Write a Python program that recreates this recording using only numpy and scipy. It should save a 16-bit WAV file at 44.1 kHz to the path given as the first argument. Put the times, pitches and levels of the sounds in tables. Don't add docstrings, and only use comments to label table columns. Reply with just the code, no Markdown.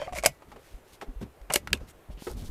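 import sys
import numpy as np
from scipy import signal
from scipy.fft import rfft, irfft
from scipy.io import wavfile
from scipy.ndimage import uniform_filter1d

SR = 44100
rng = np.random.default_rng(int(sys.argv[2]) if len(sys.argv) > 2 else 0)


def elevation(decibels):
    levels = np.asarray(decibels, float)
    return 10 ** (levels / 20)


def int16_out(signal):
    q = np.round(np.clip(np.atleast_2d(signal).T, -1, 1) * 32767)
    wavfile.write(sys.argv[1], SR, q.astype(np.int16))


N = 110250


def evened(x):
    return x / np.sqrt(np.mean(x ** 2) + 1e-20)


def smoothed_twice(x, size):
    return uniform_filter1d(uniform_filter1d(x, size=size, axis=0), size=size, axis=-1)


def read(points, hz):
    f, value = np.transpose(points)
    return np.interp(np.log(hz + 1), np.log(f + 1), value)


def above(hz, corner):
    return np.maximum(np.log2(hz / corner), 0)


def below(hz, corner):
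    return np.maximum(np.log2(corner / hz), 0)


def add(mix, s, sound):
    at = round(s * SR)
    sound = sound[max(-at, 0):]
    part = mix[max(at, 0):][:len(sound)]
    part += sound[:len(part)]


def noise(shape_db, size=8192):
    hz = np.fft.rfftfreq(size, 1 / SR)
    spectrum = rfft(rng.standard_normal(size)) * elevation(shape_db(hz + 1))
    return evened(irfft(spectrum, size))


def stroke(length, skew, grain_db):
    u = np.arange(0, length, 1 / SR) / length
    grain = evened(uniform_filter1d(rng.standard_normal(12000), size=60))[:len(u)]
    return np.sin(np.pi * u ** skew) * elevation(grain_db * grain)


def struck(modes):
    t = np.arange(SR // 3) / SR
    return sum(elevation(db - 60 * t / t60) * np.sin(2 * np.pi * hz * t) for hz, db, t60 in modes)


def ring(x, modes):
    response = struck(modes)
    return signal.fftconvolve(x, response / np.linalg.norm(response))[:len(x)]


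# start in seconds, length in seconds, level in dB.
DRAG = (-0.046, 0.13, -46.5)
# pitch in Hz, level in dB, t60 in seconds.
RACEWAY_MODES = [(1740, -4, .012), (2520, -2, .012), (3140, 0, .015), (4490, -9, .012), (5280, -8, .01),
                 (6550, -14, .01)]


def raceway_drag():
    out = np.zeros(N)
    s, length, db = DRAG
    shape = stroke(length, 0.52, 3.6)
    friction = shape * rng.standard_normal(len(shape))
    add(out, s, elevation(db) * ring(friction, RACEWAY_MODES))
    return out


# frequency in Hz, level in dB.
STEEL_COLOUR = [(1500, -6), (2400, 4), (3100, -5), (3750, -6.5), (5000, -3.5), (8500, -4), (12500, -8),
                (16400, -29)]


def steel(tilt):
    return noise(lambda hz: read(STEEL_COLOUR, hz) + tilt * np.log2(hz / 4000) - 12 * below(hz, 900))


# start in seconds, length in seconds, level in dB, tilt in dB per octave.
BOLT_SLIDES = [
    (-.04, 0.17, -54, -6),
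    (0.122, 0.024, -46, -3.5),
    (0.142, 0.07, -40, -2),
    (0.222, 0.063, -45.5, -2),
    (1.498, 0.0266, -35, -11.5),
    (1.515, 0.072, -38.5, 0),
]
# start in seconds, level in dB, tilt in dB per octave, chatter in ms.
STEEL_BLOWS = [(.016, -28, -5.5, 1.3), (0.022, -36, -12, 5.3), (0.053, -46, -3, 1.9),
               (0.073, -28.5, -13.5, 3.8), (.165, -31.5, -10.5, 2.5), (0.1773, -32, 5, 2.9),
               (.185, -22, -2, 1.8), (.226, -33, -6, 4.1), (.236, -25, 2, 2.2), (0.2417, -21, -5.5, 4.5),
               (.2495, -18, -1.5, 2.7), (0.2595, -4.5, 0, 2.6), (1.5, -25, -7.5, 2),
               (1.503, -25.5, -7, 5.1), (1.5234, -25.5, 4.5, 2.3), (1.5364, -10, 3.5, 2.43),
               (1.5407, -11, 3, 1.85), (1.557, -11, 4, 4.1), (1.674, -39, 12.5, 1.2), (1.704, -46, -4, 3.7),
               (1.7297, -10.5, 0.5, 2.13), (1.772, -46.5, -2.5, 5.5), (2.314, -35, 8, 2),
               (0.263, -5.5, 3.5, 2)]
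# pitch in Hz, level in dB, t60 in seconds.
ACTION_MODES = [(1620, 0, .018), (2200, 0, .022), (8300, -2, .006)]
# pitch in Hz, level in dB, t60 in seconds.
BARREL_MODES = [(1976, 0, .28), (2229, -1, .18)]


def bolt():
    hits = np.zeros(N)
    t_ms = np.arange(4000) / SR * 1000
    rise = np.minimum(t_ms / 1.24, 1)
    settling = elevation(-15.5) * np.exp(-t_ms / 3.7)
    for s, db, tilt, chatter_ms in STEEL_BLOWS:
        chatter = np.exp(-(t_ms / chatter_ms) ** 2)
        add(hits, s, elevation(db - 4.5) * rise * (chatter + settling) * steel(tilt)[:4000])
    for s, length, db, tilt in BOLT_SLIDES:
        shape = stroke(length, 0.88, 3.2)
        add(hits, s, elevation(db) * shape * steel(tilt)[:len(shape)])
    return hits + elevation(-23) * ring(hits, ACTION_MODES) + elevation(-37) * ring(hits, BARREL_MODES)


# time in seconds, level in dB.
WIND_LEVEL = [(0, -52), (0.298, -54.5), (0.451, -60), (1.0, -67.5), (1.1, -58), (1.329, -63.5), (1.42, -66),
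              (1.58, -56), (1.849, -49.5), (1.952, -68.5), (2.07, -59.5), (2.17, -59.5), (2.23, -52.5),
              (2.35, -45), (2.45, -45), (2.5, -56)]


def wind():
    rumble = noise(lambda f: -6 * above(f, 60) - 10 * above(f, 300) - 10 * below(f, 30), size=N)
    lumps = evened(smoothed_twice(rng.standard_normal(N), 1500))
    level_db = np.interp(np.arange(N) / SR, *np.transpose(WIND_LEVEL))
    return rumble * elevation(7.37 * lumps + level_db)


# frequency in Hz, level in dB per Hz.
AIR_COLOUR = [(25, -2), (70, -4), (200, -15.5), (400, -5.5), (800, -11.5), (2000, -20), (5000, -31.5),
              (16000, -31.5)]


def air():
    frames, hz = N // 256 + 5, np.fft.rfftfreq(1024, 1 / SR)
    real, imaginary, patches = rng.standard_normal((frames, 513, 3)).T
    patches_db = 0.99 * evened(smoothed_twice(patches, 14))
    z = (real + 1j * imaginary) * elevation(read(AIR_COLOUR, hz)[:, None] + patches_db)
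    hiss = signal.istft(z, nperseg=1024, noverlap=768)[1][:N]
    return elevation(-57.5) * evened(hiss)


# start in seconds, level in dB, pitch in Hz, t60 in seconds.
STOCK_KNOCKS = [(0.0, -30, 566, 0.055), (0.017, -20.5, 587, 0.033), (0.021, -32.5, 649, 0.12),
                (0.062, -38, 557, 0.12), (0.078, -27.5, 725, 0.07), (0.124, -25, 675, 0.023),
                (0.128, -30.5, 710, 0.074), (0.135, -31.5, 710, 0.033), (0.157, -33, 632, 0.15),
                (0.175, -30, 587, 0.063), (0.236, -18.5, 680, 0.043), (0.243, -25, 580, 0.086),
                (0.259, -10.5, 633, 0.04), (0.266, -18.5, 698, 0.038), (1.504, -26.5, 758, 0.071),
                (1.509, -34.5, 638, 0.16), (1.541, -20, 611, 0.029), (1.558, -24, 582, 0.057)]


def stock():
    out, t = np.zeros(N), np.arange(6000) / SR
    for s, db, hz, t60 in STOCK_KNOCKS:
        partner_turn, overtone_turn = rng.random(2)
        note = np.sin(2 * np.pi * hz * t)
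        note += elevation(-12) * np.sin(2 * np.pi * (hz * 0.86 * t + partner_turn))
        overtone = np.sin(2 * np.pi * (hz * 1.62 * t + overtone_turn))
        note += elevation(-7.5 - 43 * t / t60) * overtone
        rise_ms = 0.74 * elevation(-0.6 * (db + 13))
        add(out, s, np.minimum(1000 * t / rise_ms, 1) * elevation(db - 60 * t / t60) * note)
    return out


# start in seconds, level in dB, pitch in Hz, number of swings.
MIC_PUSHES = [(.14, -35, 60, 4.1), (0.191, -37, 51, 3.7), (.02, -43, 151.4, 5.9), (0.289, -38.5, 141, 4.5),
              (1.555, -32.5, 62.8, 2), (1.672, -44, 85.7, 2.5), (1.212, -34, 165.3, 7.6),
              (0.265, -25, 89.7, 0.77), (0.739, -25, 36.2, 0.85), (1.081, -21.5, 32.2, 0.97),
              (1.158, -27.5, 42.8, 2.24), (1.218, -34.5, 67.8, 4.6), (1.41, -35, 44, 2.3),
              (1.722, -31, 72.1, 7.1), (2.092, -31.5, 56.7, 2.7), (2.133, -29.5, 46, 2.2),
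              (2.2214, -23, 228, .8), (2.306, -26, 51.3, 0.85), (2.419, -26, 101, 1.5),
              (2.438, -30, 22.5, 1.2)]


def pushes():
    out = np.zeros(N)
    for s, db, hz, swings in MIC_PUSHES:
        turns = np.arange(0, 2 * swings / hz, 1 / SR) * hz
        rise = np.minimum(turns / 0.464, 1)
        fall = np.exp(-1.5 * turns / swings) * np.cos(np.pi * turns / 4 / swings)
        add(out, s, -elevation(db) * np.sin(2 * np.pi * turns) * rise * fall)
    return out


# start in seconds, level in dB, pitch in Hz, t60 in seconds.
PART_RINGS = [(.165, -31, 2150, 0.026), (.1855, -24, 2250, 0.027), (.2435, -31, 3320, .015),
              (.25, -25, 2338, .04), (.26, -17, 1615, 0.027), (.26, -16, 4970, 0.024),
              (0.26, -10, 7890, .022), (.2625, -13.5, 9680, .02), (.263, -22.5, 2700, .02),
              (1.503, -28.5, 2910, 0.037), (1.504, -34.5, 1740, .03), (1.509, -29, 966, .03),
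              (1.542, -26.5, 2850, 0.032), (1.5585, -21, 1692, 0.03), (1.5585, -19, 2202, .035),
              (1.5585, -11, 2940, 0.015), (1.5585, -15, 4273, 0.02), (1.7305, -18, 1644, 0.029),
              (1.7305, -22, 2260, 0.019), (1.7315, -12.5, 3150, 0.016), (1.7315, -14.5, 3700, 0.014),
              (1.7305, -15.5, 4800, 0.02), (1.7303, -20.5, 2020, 0.015), (1.731, -19, 4250, .018),
              (.2605, -20.5, 1100, .025), (2.1, -38, 190, .06), (1.75, -36.5, 3500, 0.021),
              (1.7045, -45, 1400, .012), (1.731, -19, 2560, 0.02), (1.215, -41.5, 495, 0.069),
              (1.088, -40.5, 258, 0.14), (2.267, -43.5, 1550, .025), (2.269, -28, 362, 0.12),
              (2.277, -29.5, 460, 0.083), (2.1, -51.5, 610, 0.16)]


def pings():
    out, t = np.zeros(N), np.arange(6000) / SR
    rise = np.minimum(1000 * t / 0.71, 1)
    for s, db, hz, t60 in PART_RINGS:
        fall_db = 29 * t / t60 + 220 * (t / t60) ** 2
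        add(out, s, rise * elevation(db - fall_db) * np.sin(2 * np.pi * hz * t))
    return out


# start in seconds, level in dB, centre in Hz, length in ms.
DULL_THUDS = [(.178, -40, 244, 12), (1.02, -35.5, 700, 6.8), (.42, -48, 586, 9.1),
              (.516, -45.5, 870, 11.9), (.558, -45.5, 477, 17), (1.0114, -40.5, 1250, 9.5),
              (1.026, -42.5, 390, 14.2), (1.07, -51.5, 220, 21.4), (1.211, -40.5, 293, 14),
              (1.225, -34.5, 161, 14), (1.259, -54, 227, 18), (1.415, -56, 2292, 2.7),
              (1.502, -38, 245, 15.4), (1.557, -23, 315, 4.46), (1.673, -31.5, 1290, 3.06),
              (1.73, -32.5, 257, 15), (1.8, -50.5, 510, 22), (2.1, -57, 544, 8.1), (2.172, -50.5, 161, 16),
              (2.221, -44.5, 400, 4.4), (2.268, -39.5, 940, 12.9), (2.298, -41, 395, 7.5),
              (2.311, -44.5, 330, 12.4), (2.345, -56.5, 436, 71), (2.42, -46.5, 186, 33)]


def thuds():
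    out, t_ms = np.zeros(N), np.arange(6000) / SR * 1000
    for s, db, hz, ms in DULL_THUDS:
        puff = noise(lambda f: -9 * above(f, hz) - 9 * below(f, hz))
        shape = np.minimum(t_ms / (0.24 * ms), 1) * np.exp(-t_ms / ms)
        add(out, s, elevation(db + 3.5) * shape * puff[:6000])
    return out


# start in seconds, length in seconds, level in dB, centre in Hz.
SLEEVE_STROKES = [(0.479, 0.058, -66, 2380), (.58, 0.24, -62, 1910), (.84, 0.15, -65, 2550),
                  (.92, 0.05, -58, 3600), (1.01, 0.046, -66, 3990), (1.205, 0.043, -57.5, 3010),
                  (1.87, 0.053, -57.5, 1800), (2.11, 0.037, -65.5, 4940), (2.18, 0.104, -56.5, 2500),
                  (2.205, 0.16, -51, 4360), (2.359, 0.094, -54, 3560), (2.434, 0.071, -53, 3870),
                  (.3, 0.074, -67.5, 4930)]


def cloth():
    out = np.zeros(N)
    for s, length, db, hz in SLEEVE_STROKES:
        shape = stroke(length, 0.8, 2.5)
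        hiss = noise(lambda f: -4 * above(f, hz) - 10 * below(f, hz), size=16384)
        add(out, s, elevation(db) * shape * hiss[:len(shape)])
    return out


# start in seconds, length in seconds, level in dB, centre in Hz.
FINGER_SCUFFS = [
    (1.79, 0.11, -71, 5000),
    (1.89, 0.033, -59, 8077),
    (2.101, .055, -64.5, 2900),
    (2.17, 0.069, -57.5, 2830),
    (2.381, .05, -62, 3100),
    (2.442, .05, -64, 3560),
]


def scuffs():
    out = np.zeros(N)
    for s, length, db, hz in FINGER_SCUFFS:
        shape = stroke(length, 0.71, 1.7)
        friction = noise(lambda f: -16 * abs(np.log2(f / hz)))
        add(out, s, elevation(db) * shape * friction[:len(shape)])
    return out


# frequency in Hz, t60 in seconds.
WALL_DECAY = [(300, 0.084), (3000, 0.087), (12000, 0.07)]


def walls(x):
    taps = rng.standard_normal(SR // 3)
    taps[:121] = 0
    hz, t, z = signal.stft(taps, SR, nperseg=128)
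    decay_db = -60 * t / read(WALL_DECAY, hz)[:, None]
    tail = signal.istft(z * elevation(decay_db), SR, nperseg=128)[1]
    return signal.fftconvolve(x, tail / np.linalg.norm(tail))[:N]


def scene():
    near = bolt() + stock() + thuds()
    parts = pings()
    echo = elevation(-12) * walls(near + elevation(-10) * parts)
    body = pushes() + cloth() + scuffs()
    return (raceway_drag() + near + parts + echo + body + wind() + air())[None]


def low_pass(x):
    return signal.sosfilt(signal.butter(12, 16500, fs=SR, output="sos"), x)


def record(dry):
    top_edge = signal.butter(N=12, Wn=14750, fs=SR, output="sos")
    soft = signal.sosfilt(top_edge, dry)
    knee = 0.9
    return low_pass(knee * np.tanh(soft / knee))


dry = scene()
out = record(dry)
int16_out(out)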